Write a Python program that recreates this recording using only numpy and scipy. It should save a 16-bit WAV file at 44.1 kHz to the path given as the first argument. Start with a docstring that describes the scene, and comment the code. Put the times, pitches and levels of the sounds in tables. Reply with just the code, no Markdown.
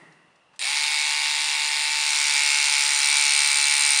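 """A cordless electric cutter in a stack of denim on a table.
First cloth rustles and a thumb finds the button. At 0.6 s the switch snaps and the motor spins up,
its brushes fizzing. It runs free: the blade shuttles about 73 times a second and knocks at both ends
of each stroke, over a gear whine. From 2 s it bites into the cloth: the motor sags, the return knock
comes later, and each forward stroke rasps and rings the blade."""
import sys
import numpy as np
from scipy import signal
from scipy.fft import rfft, irfft
from scipy.io import wavfile

SR = 44100
rng = np.random.default_rng(int(sys.argv[2]) if len(sys.argv) > 2 else 0)


def bounce(signal):
    """Save signal as a 16-bit WAV file at the path given by the first command-line argument."""
    frames = np.transpose(np.atleast_2d(signal))
    limited = np.clip(frames, -1, 1)
    pcm = np.round(limited * 32767).astype(np.int16)
    wavfile.write(sys.argv[1], SR, pcm)


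N = 176400
T = np.arange(N) / SR
ON_S = .593


def amp(db):
    """Decibels to gain."""
    return 10 ** (np.asarray(db) / 20)


def unit(x):
    """Scales to rms 1."""
    return x / np.sqrt(np.mean(x ** 2) + 1e-20)


def curve(points):
    """Linear interpolation of (t/s, value) points."""
    return np.interp(T, *np.transpose(points))


def colour(x, points, size=4096):
    """Minimum-phase filter through (f/Hz, level/dB) points."""
    hz, db = np.transpose(points)
    log_hz = np.log(np.fft.rfftfreq(size, 1 / SR) + 1)
    cepstrum = irfft(np.log(amp(np.interp(log_hz, np.log(hz), db))))
    cepstrum[1:size // 2] *= 2
    cepstrum[size // 2 + 1:] = 0
    return signal.oaconvolve(x, irfft(np.exp(rfft(cepstrum))))[:N]


def resonate(x, hz, q):
    """One resonance, output at rms 1."""
    return unit(signal.lfilter(*signal.iirpeak(hz, q, SR), x))


def noise(grain_db=0):
    """White noise, gritty when its sample sizes are spread."""
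    white, grain = rng.standard_normal((2, N))
    return unit(white * amp(grain_db * grain))


def drift(hz):
    """Random wander up to about hz."""
    low_pass = np.exp(-(np.fft.rfftfreq(N, 1 / SR) / hz) ** 2)
    return unit(irfft(rfft(noise()) * low_pass, N))


# room tone spectrum: f/Hz, level/dB
AIR_SPECTRUM = [(25, -17), (80, -6.5), (160, 5), (300, -3), (600, 2), (1000, 3.5), (1400, 0), (2400, -7.5),
                (2730, 7), (3100, -7.5), (5000, -13), (8000, -20), (9500, -16), (16000, -47)]

def room_tone(level_db=-62):
    """Faint steady noise of the room."""
    return amp(level_db) * unit(colour(noise(), AIR_SPECTRUM))


def reflections(x, level_db=-7, t60_s=.39, gap_s=.002):
    """Short tail scattered by table and walls."""
    t = T[:SR // 2]
    tail = rng.standard_normal(len(t)) * (t > gap_s) * amp(-60 * t / t60_s)
    return amp(level_db) * signal.oaconvolve(x, tail / np.linalg.norm(tail))[:N]


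# cloth rustle spectrum: f/Hz, level/dB
RUSTLE_SPECTRUM = [(30, -36), (105, -26), (155, 9.5), (220, -4.5), (320, 2.5), (400, -3), (500, -3),
                   (650, -6), (1000, -3), (1600, -8), (1950, 4.5), (2350, -12), (4000, -20.5), (7000, -27),
                   (8000, -25), (9500, -21), (16000, -33)]

def rustle(level_db=-49.5, fade_db_per_s=51):
    """Cloth rustle dies away as the hand settles on the stack."""
    return amp(level_db - fade_db_per_s * T) * unit(colour(noise(), RUSTLE_SPECTRUM))


# thumb and switch ticks: t/s, level/dB, rise/s, decay/s, f/Hz, Q
SWITCH_TICKS = [(.121, -52, .003, 0.0064, 4000, 2.8), (0.356, -59.5, .002, 0.0065, 5000, 1.7),
                (.532, -49.5, .006, 0.016, 990, 2.2), (.558, -44, 0.0071, 0.006, 3000, .6),
                (.593, -17.5, 0.0002, 0.00085, 5600, .8)]

def switch():
    """The thumb finds the button, then the switch snaps."""
    out = np.zeros(N)
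    for start_s, db, rise_s, decay_s, hz, q in SWITCH_TICKS:
        envelope = amp(db) * (1 - np.exp(-T / rise_s)) * np.exp(-T / decay_s)
        tick = envelope * resonate(noise(), hz, q)
        start = round(start_s * SR)
        out[start:] += tick[:N - start]
    return out


def brushes(level_db=-36.5, decay_s=.25):
    """Motor brushes fizz in the surge of current at the start."""
    surge = (T >= ON_S) * np.exp(-abs(T - ON_S) / decay_s)
    return amp(level_db) * surge * resonate(noise(), hz=8900, q=14)


# gear noise spectrum: f/Hz, level/dB
GEAR_SPECTRUM = [(50, -33.5), (200, -36), (500, -11), (700, -15), (860, 3), (1050, -6), (1350, -16.5),
                 (1800, 9.5), (2250, 4.5), (2700, 10), (3100, 5), (4000, 12), (4800, 4), (6300, -7.5),
                 (7100, -5), (7900, -2), (9100, 6), (9700, 0), (16000, -26)]

def gears(pace, level_db=-29.5):
    """Sliding noise of the gears, growing with speed."""
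    return pace ** .37 * amp(level_db) * unit(colour(noise(), GEAR_SPECTRUM))


# motor and gear tones: multiple of stroke rate, free level/dB, loaded level/dB
WHINE_ORDERS = [(3, -85, -74), (4, -66.5, -69), (5, -72.5, -65), (8, -66.5, -61), (9, -71, -63.5),
                (10, -55.5, -72), (11, -49, -51), (12, -42.5, -41), (13, -53, -50), (14, -55, -51.5),
                (15, -56, -55), (16, -58, -49.5), (18, -54.5, -46), (19, -66.5, -52.5), (20, -49, -43),
                (21, -60, -51), (22, -51, -44), (28, -39.5, -40)]

def whine(turns, load, pace):
    """Clean tones of motor and gears, growing steeply with speed."""
    tones = np.zeros(N)
    for order, free_db, loaded_db in WHINE_ORDERS:
        phase = 2 * np.pi * order * turns + order ** 2  # offset keeps the tones out of step
        tones += amp(free_db + (loaded_db - free_db) * load) * np.sin(phase)
    return pace ** 3.6 * np.sqrt(2) * tones


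# rasp against depth of cut: t/s, level/dB
CUT_DEPTH = [(1.85, -25), (2.07, -3.5), (2.25, -2), (2.5, -2), (3.05, -1.1), (3.5, -1.6), (4.0, -2.4)]
# spectrum of teeth sawing threads: f/Hz, level/dB
RASP_SPECTRUM = [(100, -46), (600, -24), (1000, -9), (1500, -5), (2300, 1), (3200, 0.5), (3700, 0),
                 (4150, 3), (4550, -5.5), (5000, 4.5), (5400, 2), (5800, 6.5), (6300, 0), (6750, 4.5),
                 (7100, -6.5), (7450, 6.5), (7850, -5), (8250, 1.5), (9300, -0.5), (16000, -14)]
# blade modes: f/Hz, width/Hz, final gain/dB, growth/(dB/s)
BLADE_MODES = [(8800, 260, -27.5, 6.5), (4035, 130, -30, 15), (15060, 160, -37, 2.5)]

def cutting(turns, rasp_db=-29.5, centre_turns=.73, width_turns=.086):
    """Once a stroke the teeth tear threads; the cloth rubs the blade, which rings more as it sinks in."""
    offset = (turns - centre_turns + .5) % 1 - .5
    depth = amp(curve(CUT_DEPTH) - .1 * drift(hz=40))
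    stroke = depth * np.exp(-.5 * (offset / width_turns) ** 2)
    out = amp(rasp_db) * unit(colour(stroke * noise(grain_db=1), RASP_SPECTRUM))
    for hz, width_hz, db, growth_db_per_s in BLADE_MODES:
        ring = resonate(stroke * noise(), hz, q=hz / width_hz)
        out += ring * amp(db + growth_db_per_s * (T - T[-1]))
    return out


def impacts(turns, scatter_s, spread_db=.42, half_taps=8):
    """One slightly uneven impulse per turn, placed between samples by a windowed sinc."""
    before = np.flatnonzero(np.diff(np.floor(turns)) > 0)
    fraction = (np.ceil(turns[before]) - turns[before]) / (turns[before + 1] - turns[before])
    late, loud = rng.standard_normal((2, N))[:, :len(before)]
    position = before + fraction + late * scatter_s * SR
    taps = position.astype(int)[:, None] + np.arange(-half_taps, half_taps + 1)
    gap = taps - position[:, None]
    pulses = np.sinc(gap) * np.sinc(gap / (half_taps + 1)) * amp(spread_db * loud)[:, None]
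    out = np.zeros(N)
    np.add.at(out, np.clip(taps, 0, N - 1), pulses)
    return out


# linkage chatter spectrum: f/Hz, level/dB
CHATTER_SPECTRUM = [(100, -64.5), (500, -32.5), (850, -9.5), (1350, -6), (1800, -15.5), (2250, 2.5),
                    (2650, -7), (3000, -3.5), (3400, -3.5), (3700, -4.5), (4150, 7.5), (4420, -7.5),
                    (4730, 3.5), (5500, -1), (6450, -6.5), (7100, -0.5), (7800, -5.5), (8280, 0.5),
                    (8600, -3), (9400, -3.5), (16000, -4)]

def linkage(hits, rise_s=.00046, decay_s=.00074):
    """The loose linkage chatters briefly after each hit."""
    t = T[:SR // 10]
    burst_power = (1 - np.exp(-t / rise_s)) * np.exp(-t / decay_s)
    envelope = np.sqrt(abs(signal.oaconvolve(hits ** 2, burst_power)[:N]))
    return unit(colour(envelope * noise(grain_db=3.2), CHATTER_SPECTRUM))


def disperse(x, travel_s=.0008974, at_hz=2295):
    """Bending waves carry treble faster than bass, which rounds each knock."""
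    hz = np.fft.rfftfreq(2 * N, 1 / SR)
    lag_cycles = 2 * travel_s * np.sqrt(at_hz * hz)
    return irfft(rfft(x, 2 * N) * np.exp(-2j * np.pi * lag_cycles))[:N]


# housing response: f/Hz, level/dB
HOUSING_RESPONSE = [(60, -61), (300, -46), (650, -34), (850, -13), (1200, -18), (1700, -17), (1950, -1),
                    (2080, -5.5), (2170, 5.5), (2330, 2), (2680, 3.5), (3000, -7), (3300, -2.5), (3700, -4),
                    (4400, -6), (4800, 0), (5600, -5.5), (6500, -9), (7100, -14.5), (9500, -25),
                    (16000, -30)]
# housing modes: f/Hz, level/dB, t60/s
HOUSING_RING = [(2200, -35, 0.014), (2307, -46.5, 0.055), (2340, -35, 0.013), (2662, -45.5, 0.14),
                (3690, -33, 0.032), (3950, -51, 0.065), (4400, -32, 0.05), (4720, -33, .025),
                (7140, -14, 0.0079), (8400, -37, .018)]

def housing(hits):
    """The plastic housing rings and colours each hit."""
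    t = T[:SR // 10]
    ring = sum(amp(db - 60 * t / t60_s) * np.cos(2 * np.pi * hz * t) for hz, db, t60_s in HOUSING_RING)
    struck = hits + signal.oaconvolve(hits, ring)[:N]
    return unit(disperse(colour(struck, HOUSING_RESPONSE)))


# stroke ends: free angle/turns, loaded angle/turns, free level/dB, loaded level/dB, scatter/s
STROKE_ENDS = [(.525, .525, 0, 2, 0.000013), (.91, 1.12, 0.5, 0.5, 0.000019)]
# knock force as grip and pressure change: t/s, level/dB
GRIP_FORCE = [(.7, -0.5), (1.2, .3), (1.6, -1), (2.1, -0.5), (2.45, 1), (2.9, 0.7), (3.1, 1.2), (4.0, 0.5)]

def knocks(turns, load, housing_db=-26.5, chatter_db=-28):
    """The blade carrier strikes both ends of its travel, exciting housing and linkage."""
    hits = np.zeros(N)
    for free_turns, loaded_turns, free_db, loaded_db, scatter_s in STROKE_ENDS:
        end_turns = free_turns + (loaded_turns - free_turns) * load
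        force = amp(free_db + (loaded_db - free_db) * load)
        hits += force * impacts(turns - end_turns, scatter_s)
    return amp(housing_db + curve(GRIP_FORCE)) * housing(hits) + amp(chatter_db) * linkage(hits)


# motor speed: t/s, stroke rate/Hz
STROKE_RATE = [(.593, 10), (.62, 45), (.66, 66), (.7, 71.4), (.75, 73.2), (.85, 73.9), (1.3, 74.05),
               (2.05, 74.2), (2.38, 72.3), (2.94, 71.9), (3.14, 72.4), (3.47, 71.85), (3.82, 72.1),
               (4.0, 71.9)]
# cloth drag on the blade: t/s, load (0-1)
CLOTH_DRAG = [(1.7, 0.06), (2.0, .2), (2.17, 0.75), (2.4, 0.86), (3.1, 0.97), (4.0, 1)]

def scene():
    """One crank angle drives knocks, rasp and whine; all swell as the motor spins up."""
    stroke_hz = curve(STROKE_RATE) * (T >= ON_S) * (1 + .001463 * drift(hz=13.4))
    turns = np.cumsum(stroke_hz) / SR
    pace = stroke_hz / stroke_hz.max()
    load = curve(CLOTH_DRAG)
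    clatter = gears(pace) + pace ** .41 * (knocks(turns, load) + cutting(turns))
    clatter += brushes() + rustle() + switch()
    return (room_tone() + reflections(clatter) + whine(turns, load, pace) + clatter)[None]


# microphone response, notched in the top treble: f/Hz, level/dB
MIC_RESPONSE = [(9500, -0.5), (10300, -9), (11000, -22), (11600, -25.5), (12100, -59), (12550, -23),
                (13300, -27), (14200, -14.5), (15200, -18.5), (15800, -30)]

def record(dry):
    """Microphone colour, then the band limit."""
    edge_hz = 15950
    low_pass = signal.firwin(511, edge_hz, window=("kaiser", 9), fs=SR)
    return signal.oaconvolve(colour(dry[0], MIC_RESPONSE), low_pass, "same")[None]


dry = scene()
out = record(dry)
bounce(out)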